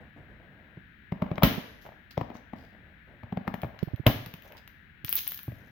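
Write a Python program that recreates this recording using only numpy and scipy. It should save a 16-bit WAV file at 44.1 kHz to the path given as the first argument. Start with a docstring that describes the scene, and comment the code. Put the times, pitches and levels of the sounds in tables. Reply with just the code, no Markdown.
"""Cutting taut straps on a hollow box

Scissors cut two taut plastic packing straps on a big plastic storage box, close to a phone in a hard-floored room.
Each strap parts with a crack of filtered noise and a boom of decaying sines from the box walls.
Nibbling and knocking blades excite the same walls; hands, blades and creaking plastic are grains of noise.
Fingers thud on the phone, the loose strap slithers and ticks, and a soft hiss lies beneath."""
import sys
import numpy as np
from scipy import signal
from scipy.fft import rfft, irfft
from scipy.io import wavfile

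SR = 44100
rng = np.random.default_rng(int(sys.argv[2]) if len(sys.argv) > 2 else 0)


def put_to_file(sound):
    """Save the sound as 16-bit audio at rate SR, in the file named by the first command-line argument."""
    columns = np.atleast_2d(sound).T  # one column per channel
    safe = np.clip(columns, -1, 1)
    whole_steps = np.round(safe * 32767)
    wavfile.write(sys.argv[1], SR, whole_steps.astype(np.int16))


N = 251798
TIME = np.arange(N) / SR
AGE = TIME[:SR // 3]  # seconds since a blow

# All levels in dB are relative: each source adds its own offset.
# A strap parts. Each row: start in seconds, boom level in dB, boom frequency in Hz, clack level in dB,
# crack level in dB, treble level in dB, twang level in dB, twang frequency in Hz,
# left minus right of crack and twang in dB, echo level in dB.
STRAP_SNAPS = [(1.4331, -2, 168.3, -8, 0, 1, -10.5, 1307, 3, -2),
               (4.0660, -5.5, 112.7, -2, -3, -1.5, -3, 3140, 4.5, -4.5)]
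# Blades and straps knock the box. Each row: start in seconds, thump level in dB, thump frequency in Hz,
# clack level in dB.
BOX_KNOCKS = [(0.771, -32.5, 152, -58.5), (1.121, -18.5, 171.5, -36.5), (1.221, -15, 186, -29),
              (1.314, -19, 165, -33), (1.38, -26, 182, -29.5), (1.423, -30.5, 665, -24),
              (2.176, -19.5, 158, -25.5), (2.211, -25, 140, -29.5), (2.301, -34.5, 242, -42),
              (2.352, -42.5, 234, -44), (2.533, -30.5, 238, -39), (3.233, -33.5, 106.2, -45.5),
              (3.324, -21.5, 191, -38), (3.372, -20.5, 180, -32), (3.477, -21, 193, -28.5),
              (3.54, -28.5, 195, -33.5), (3.632, -24.5, 154.5, -35.5), (3.6336, -22.5, 740, -43.5),
              (3.644, -26, 123, -39), (4.0628, -27.5, 630, -29), (4.263, -32.5, 168, -51.5),
              (4.337, -34, 166, -60), (5.479, -23, 127, -47.5), (5.519, -34.5, 100, -48)]
# Blade edges and strap ends tick. 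Each row: start in seconds, treble level in dB, crack level in dB.
SHARP_TICKS = [(1.3572, -59, -44), (2.1774, -55, -33.5), (3.476, -51.5, -60), (3.5425, -42.5, -40),
               (3.618, -38.5, -41), (3.7905, -53, -39), (3.8304, -42, -40), (3.961, -50, -46),
               (4.2612, -36, -35), (4.339, -39, -37), (4.423, -44.5, -47), (4.5222, -46, -43),
               (4.677, -44, -41), (5.0475, -23.5, -33.5), (5.0821, -67, -33), (5.0929, -17.5, -35),
               (5.1273, -12, -24), (5.155, -11, -31), (5.1643, -15.5, -40), (5.1726, -28, -36.5),
               (5.207, -26, -42), (5.269, -41, -37), (5.2775, -15.5, -37.5), (5.3198, -25, -33),
               (5.346, -28, -76), (5.375, -31.5, -53), (5.3911, -38, -39), (5.432, -33, -52)]
# The loose strap swings across. Each row: time in seconds, left minus right of the ticks in dB.
TICK_DIRECTION = [(4.7, 2), (5.08, 7), (5.155, -1.5), (5.28, 4)]
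# A loose strap slips over the box. Each row: start in seconds, length in seconds, level in dB.
STRAP_SLIPS = [(1.81, 0.065, -63.5), (4.43, 0.069, -63.5), (5.05, 0.34, -52.5), (5.16, 0.03, -36),
               (5.53, 0.2, -72)]
# Blades slide over each other. Each row: start in seconds, length in seconds, level in dB, ring in Hz.
BLADE_SWISHES = [(2.107, 0.011, -48.5, 4800), (2.336, 0.033, -60, 6060), (2.553, 0.085, -65, 4900),
                 (4.566, 0.015, -52, 5020)]
# Blades and straps scrape on creaking plastic. Each row: start in seconds, length in seconds, level in dB.
PLASTIC_GRIPS = [(1.15, 0.445, -50), (1.845, 0.028, -47.5), (2.3, 0.044, -53.5), (3.24, 0.75, -59),
                 (4.43, 0.13, -54.5)]
# A hand or blade drags over the box. Each row: start in seconds, length in seconds, level in dB.
HAND_RUBS = [(0, 0.01, -51), (.16, 0.027, -51.5), (.285, 0.037, -57), (.39, 0.34, -62.5),
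             (2.55, 0.084, -56), (2.72, 0.2, -64), (3.07, 0.082, -60), (5.55, 0.11, -60)]
# Fingers bump the phone beside its right microphone. Each row: start in seconds, thump level in dB,
# thump frequency in Hz.
PHONE_BUMPS = [(1.579, -22.5, 181), (3.8281, -15, 172.7), (3.874, -27.5, 144), (3.935, -20, 112),
               (3.997, -24, 131), (5.043, -31, 122)]
# Resonances of the box walls. Each row: nominal frequency in Hz, level in dB.
BOX_MODES = [(115.8, 1), (206.4, 3.5), (235, 5), (284, 5.5), (565, -1.5), (650, -2), (830, -20),
             (945, -13.5), (1042, -5.5), (1288, -8.5), (1935, -4), (3045, -7.5)]

# Spectra of the contacts and of the background. Each row: frequency in Hz, level in dB.
CLACK_SPECTRUM = [(150, -1), (350, -3), (600, 4.5), (1150, -5), (1500, -13), (2200, -12.5), (3500, -25.5),
                  (9000, -59), (14000, -38)]
CRACK_SPECTRUM = [(200, 14), (600, 0.5), (2300, 6), (3300, 5), (4300, -2.5), (6400, -9.5), (7400, -23),
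                  (8700, -66), (12000, -61)]
TREBLE_SPECTRUM = [(6000, -78.5), (8700, -34), (10000, -19.5), (11500, -7), (13000, -4), (15500, -1.5),
                   (16200, -19.5)]
SLITHER_SPECTRUM = [(500, -13.5), (1500, -12), (3100, 2.5), (4700, -2), (6400, -3), (8700, -27),
                    (11500, -4), (15300, -0.5), (16500, -22)]
RUBBING_SPECTRUM = [(110, -12), (220, 2.5), (420, -0.5), (630, 2), (1100, -10.5), (8500, -54.5)]
RUMBLE_SPECTRUM = [(25, -10), (60, 6.5), (120, 2.5), (220, 0.5), (330, -9), (1000, -53.5)]
HISS_SPECTRUM = [(25, -1), (85, -7.5), (230, -26), (1120, -25), (1650, -8.5), (2600, -21), (4000, -30),
                 (4600, -43), (8500, -62), (16500, -39.5)]
# Balance of the hiss. Each row: frequency in Hz, left minus right in dB.
HISS_BALANCE = [(900, -0.5), (1700, 15.5), (2300, 19), (3300, 6.5)]
# The room's echo. Each row: band centre in Hz, level in dB, decay by 60 dB in seconds.
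ROOM_BANDS = [(59.97, -2.5, 0.48), (186, -4.5, 0.34), (500, -8.5, 1), (1070, -4, 0.75), (2830, -4.5, 0.76),
              (6100, -4, 0.77), (10990, -7.5, 0.78), (14900, -1.5, 0.16)]

WALL_DETUNE = .01  # largest fractional shift of a mode
WALL_T60_S = .17  # decay by 60 dB at damping 1
RUB_ATTACK_S, RUB_T60_S = 0.007, 0.34
SLIP_ATTACK_S, SLIP_T60_S = 0.007, 0.021
RUMBLE_DB, RUMBLE_PER_RUB_DB = -59, 3  # at rest; against the rubbing
BUMP_PAN_DB = -17  # left minus right
CREAKS_PER_S, CREAK_SPREAD_DB = 190, 6.5
CRACKLES_PER_S, CRACKLE_SPREAD_DB, CRACKLE_T60_S = 600, 6, .003
TOP_HZ = 16400


def snaps(room):
    """Sudden release of tension: a crack and a twang of the free end, then the box wall springs back and rings."""
    out, send = np.zeros((2, 2, N))
    for (s, boom_db, boom_hz, clack_db, crack_db, treble_db,
         twang_db, twang_hz, pan_db, echo_db) in STRAP_SNAPS:
        sides = pan(pan_db)
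        clack = amp(clack_db - 5.5) * burst(
            CLACK_SPECTRUM, t60=0.15, tail_db=-16.5, tail_t60=0.067, spike=0.9, apart=0.15, lag=0)
        crack = amp(crack_db - 8.5) * burst(
            CRACK_SPECTRUM, t60=0.043, tail_db=-7.0, tail_t60=0.055, spike=0.35, apart=0.96, lag=.00005)
        twang = amp(twang_db) * thump(twang_hz, cycles=19.0, lead=1.4)
        treble = amp(treble_db - 16.0) * burst(
            TREBLE_SPECTRUM, t60=0.0047, tail_db=-15, tail_t60=0.06, spike=0.31, apart=0.36, lag=0.00015)
        swing = amp(boom_db + 7.0) * panel(boom_hz, cycles=5.0, overtone_db=-17.0)
        boom = swing + amp(boom_db - 22.0) * walls(soft_hz=5020, damping=0.91)
        lurch = amp(boom_db - 8.0) * thump(59.7, cycles=5.9, lead=.4)  # the whole box
        add(out, s, clack + (crack + twang) * sides + treble)
        add(out, s + 0.00066, boom)
        add(out, s, lurch * pan(1.2))

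        # the first spike, with the boom, fills the room
        spike = amp(clack_db - 9.5) * click(CLACK_SPECTRUM)
        spike = spike + amp(crack_db - 3.5) * click(CRACK_SPECTRUM) * sides
        spike = spike + amp(treble_db - 10.5) * click(TREBLE_SPECTRUM)
        add(send, s, (spike + boom) * amp(echo_db))
    return out + echo(send, room)


def knocks():
    """Impact on a hollow body: a small crunch leads in a dull thump, and harder blows ring the walls more."""
    out, lead = np.zeros((2, N)), .006  # seconds of crunch before the blow
    for s, thump_db, hz, clack_db in BOX_KNOCKS:
        ring = amp((thump_db + clack_db) / 2 - 14.5) * walls(soft_hz=700, damping=1.18)
        body = amp(thump_db + 7.0) * panel(hz, cycles=6.18, overtone_db=-8.5) + ring
        clack = amp(clack_db + 5.5) * burst(
            CLACK_SPECTRUM, t60=0.014, tail_db=-25.5, tail_t60=0.064, spike=0.75, apart=0.13, lag=.00003)
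        add(out, s + 0.001, body - clack * pan(15.0))
        add(out, s - lead, amp(clack_db - 7.0) * colour(bite(lead), CLACK_SPECTRUM))
    return out


def ticks():
    """Brief hard contact: too short to move the box, each tick rebounds once at a quarter of its size."""
    out = np.zeros((2, N))
    dry_contact = dict(t60=.007, tail_db=-17, tail_t60=.03, spike=1.1)
    for s, treble_db, crack_db in SHARP_TICKS:
        treble = amp(treble_db - 3.0) * burst(TREBLE_SPECTRUM, apart=0.6, lag=.00027, **dry_contact)
        crack = amp(crack_db + 2.0) * burst(CRACK_SPECTRUM, apart=1.0, lag=.00005, **dry_contact)
        direction_db = np.interp(s, *np.transpose(TICK_DIRECTION))
        tick = (treble + crack) * pan(direction_db)
        add(out, s, tick)
        add(out, s + rng.uniform(.002, .009), tick / 4)
    # thin straps and blades radiate little bass
    return signal.sosfilt(signal.butter(1, 1100, "high", fs=SR, output="sos"), out)


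def slide():
    """Repeated catching: the embossed strap crackles at random moments over the box's edges, a few times sharply."""
    caught = rng.random(N) < CRACKLES_PER_S / SR
    sizes = amp(CRACKLE_SPREAD_DB * np.minimum(rng.standard_normal(N), 2))
    crackles = unit(signal.fftconvolve(caught * sizes, fade(CRACKLE_T60_S))[:N])
    rasp = colour(noise(N, apart=0.67) * crackles, SLITHER_SPECTRUM)
    return rasp * strokes(STRAP_SLIPS, SLIP_ATTACK_S, SLIP_T60_S) * pan(1.1)


def swishes():
    """Stick-slip of steel on steel: tiny slips around one broad ring, as the scissors open and close."""
    out = np.zeros((2, N))
    for s, length, db, hz in BLADE_SWISHES:
        ring = [(hz / 6, -14), (hz / 2, -3), (hz * 0.92, -7), (hz, 0), (hz / 0.97, -8), (8700, -28), (14000, -13)]
        progress = AGE / length
        stroke = 2 * progress * np.exp(1 - 2 * progress)  # peaks at half the length
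        slips = noise(len(AGE), apart=1.0) * grains(rate=310, spread_db=4.0)[:len(AGE)]
        add(out, s, amp(db) * stroke * colour(slips, ring))
    return out


def creaks():
    """Irregular yielding: squeezed plastic gives way in small random crunches with the clack's spectrum."""
    crunches = noise(N, apart=0.46) * grains(rate=CREAKS_PER_S, spread_db=CREAK_SPREAD_DB)
    return colour(crunches, CLACK_SPECTRUM) * strokes(PLASTIC_GRIPS, RUB_ATTACK_S, RUB_T60_S)


def handling():
    """Dry friction: skin and blades drag on the box in uneven slips, and a low rumble swells with them."""
    drag = strokes(HAND_RUBS, RUB_ATTACK_S, RUB_T60_S)
    slips = grains(rate=110, spread_db=2.2)
    swell = np.hypot(amp(RUMBLE_DB), amp(RUMBLE_PER_RUB_DB) * drag)
    rumble = colour(noise(N, apart=0.26), RUMBLE_SPECTRUM, size=4096) * swell
    rub = colour(noise(N, apart=0.27) * slips, RUBBING_SPECTRUM) * drag
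    return rumble + rub


def bumps():
    """Structure-borne sound: soft, dry thuds travel through the phone's case."""
    out = np.zeros((2, N))
    for s, db, hz in PHONE_BUMPS:
        thud = panel(hz, cycles=3.95, overtone_db=-4.0)
        add(out, s, amp(db + 6.5) * thud * pan(BUMP_PAN_DB))
    return out


def reflections():
    """Diffuse reverberation: noise builds up in a few ms and dies band by band, the bass alike on both sides."""
    t, out = TIME[:SR], 0
    bins = np.log(np.fft.rfftfreq(SR, 1 / SR) + 1)
    centres = np.log([row[0] for row in ROOM_BANDS])
    for (hz, db, t60), own in zip(ROOM_BANDS, np.eye(len(ROOM_BANDS))):
        weight = np.interp(bins, centres, own)  # overlapping bands sum to one in power
        source = noise(SR, apart=min(0.06 + hz / 900, 1))
        band = irfft(rfft(source) * np.sqrt(weight))
        decay = fade(t60, t) + 1.5 * fade(0.35, t)
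        shape = decay * (1 - fade(0.016, t)) ** 2
        out = out + amp(db) * band * shape / np.linalg.norm(shape)
    return out


def echo(x, room):
    """Linear superposition: every instant of sound starts its own copy of the room's response."""
    return signal.fftconvolve(x, room, axes=1)[:, :N]


def hiss():
    """Stationary noise: a steady soft hiss whose left-right balance depends on frequency, stronger at the left."""
    both = colour(noise(N, apart=0.87), HISS_SPECTRUM, size=4096)
    tilt = np.sqrt(gains(HISS_BALANCE, N))
    sides = np.array([tilt, 1 / tilt])
    return amp(-57) * irfft(rfft(both) * sides / sides.mean(axis=0), N)


def burst(points, t60, tail_db, tail_t60, spike, apart, lag):
    """Contact noise: a spike (lag s later on the right), a crunch and a weaker rattle; energy of 1 ms at level 1."""
    decay = fade(t60) + amp(tail_db) * fade(tail_t60)
    push = noise(len(AGE), apart) * decay
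    push /= np.sqrt(np.mean(np.sum(push ** 2, axis=1)))
    push[[0, 1], [0, int(lag * SR)]] += spike
    return unit(colour(push, points)) * np.sqrt(1e-3 / AGE[-1])


def click(points):
    """Impulse excitation: a single clean spike with the given spectrum and the energy of a burst."""
    impulse = np.tile(AGE == 0, (2, 1)) * np.sqrt(1e-3 * SR)
    return colour(impulse, points)


def bite(length):
    """Progressive fracture: the blades crunch into the plastic, harder and harder until it gives."""
    t = AGE[:int(length * SR)]
    pressure = np.pad(t / length, (0, len(AGE) - len(t)))
    return noise(len(AGE), apart=0.16) * pressure


def thump(hz, cycles, lead):
    """Damped oscillation: a struck part swells over lead cycles and falls by 60 dB in the given cycles."""
    turn = hz * AGE  # cycles since the blow
    swell = np.minimum(turn / max(lead, .05), 1)
    return -np.sin(2 * np.pi * turn) * swell * fade(cycles / hz)


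def panel(hz, cycles, overtone_db):
    """Plate vibration: a panel's lowest swing with its next, shorter one about an octave up."""
    lowest = thump(hz, cycles, lead=0.88)
    return lowest + amp(overtone_db) * thump(2.04 * hz, cycles, lead=1.0)


def walls(soft_hz, damping):
    """Modal resonance: box modes shift a little at every blow, and a softer contact leaves out the high ones."""
    out = 0
    for nominal_hz, db in BOX_MODES:
        hz = nominal_hz * (1 + WALL_DETUNE * rng.uniform(-1, 1))
        phase = np.array([[1], [-1]]) * min(hz / 2500, .8)  # high modes reach the sides out of step
        level = amp(db) / (1 + (hz / soft_hz) ** 2)
        out = out - level * np.sin(2 * np.pi * hz * AGE + phase) * fade(WALL_T60_S / damping)
    return out * (1 - fade(0.0033)) ** 2


def strokes(rows, attack, t60):
    """Friction envelope: each drag builds up, holds while the surfaces move and dies away."""
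    level = 0
    for s, length, db in rows:
        rise = np.clip((TIME - s) / attack, 0, 1)
        level = level + amp(db) * rise * fade(t60, np.maximum(TIME - s - length, 0))
    return level


def grains(rate, spread_db):
    """Stick-slip: surfaces catch and slip with random sizes, each held for 1 / rate s."""
    hold = max(int(SR / rate), 1)
    sizes = amp(spread_db * rng.standard_normal(N))
    return unit(sizes[np.arange(N) // hold])


def noise(count, apart):
    """Partial coherence: stereo noise, where apart is the size of the side against the mid."""
    mid, side = rng.standard_normal((2, count))
    return unit(np.array([mid + apart * side, mid - apart * side]))


def colour(x, points, size=1024):
    """Minimum phase: a causal filter of unit energy with the given spectrum, by way of the cepstrum."""
    cepstrum = irfft(np.log(gains(points, size)))
    cepstrum[1:size // 2] *= 2  # fold negative times onto positive ones
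    cepstrum[size // 2 + 1:] = 0
    response = irfft(np.exp(rfft(cepstrum)))
    response /= np.linalg.norm(response)
    return signal.fftconvolve(x, response[None], axes=1)[:, :x.shape[1]]


def gains(points, size):
    """Frequency response: the spectrum's gain at every bin, with dB interpolated over log frequency."""
    hz, db = np.transpose(points)
    bins = np.log(np.fft.rfftfreq(size, 1 / SR) + 1)
    return amp(np.interp(bins, np.log(hz), db))


def fade(t60, t=AGE):
    """Exponential decay: the amplitude falls by 60 dB in t60 seconds."""
    return np.exp(-np.log(1000) * t / max(t60, 1e-4))


def pan(db):
    """Level difference between the ears: left and right gains for left minus right in dB."""
    return amp(np.array([[db], [-db]]) / 2)


def amp(db):
    """Logarithmic level: decibels to amplitude gain."""
    return 10 ** (np.asarray(db) / 20)


def unit(x):
    """Effective value: scale to rms 1."""
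    return x / np.sqrt(np.mean(x ** 2))


def add(track, s, sound):
    """Superposition: mix a sound into the track at s seconds."""
    start = int(s * SR)
    track[:, start:start + sound.shape[1]] += sound[:, :N - start]


def scene():
    """Direct and reverberant field: all contacts, their echo and the background."""
    room = reflections()
    dull = knocks() + creaks() + swishes()
    sharp = ticks() + slide()
    reverberation = echo(amp(-4.0) * dull + amp(-1.5) * sharp, room)
    return snaps(room) + dull + sharp + reverberation + handling() + bumps() + hiss()


def record(dry):
    """Band limits and saturation: the phone thins the deep bass, rounds the highest peaks and cuts the top."""
    thin = signal.sosfilt(signal.butter(2, 42, "high", fs=SR, output="sos"), dry)
    rounded = 1.2 * np.tanh(thin / 1.2)
    return signal.sosfilt(signal.ellip(8, .2, 70, TOP_HZ, fs=SR, output="sos"), rounded)


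dry = scene()
out = record(dry)
put_to_file(out)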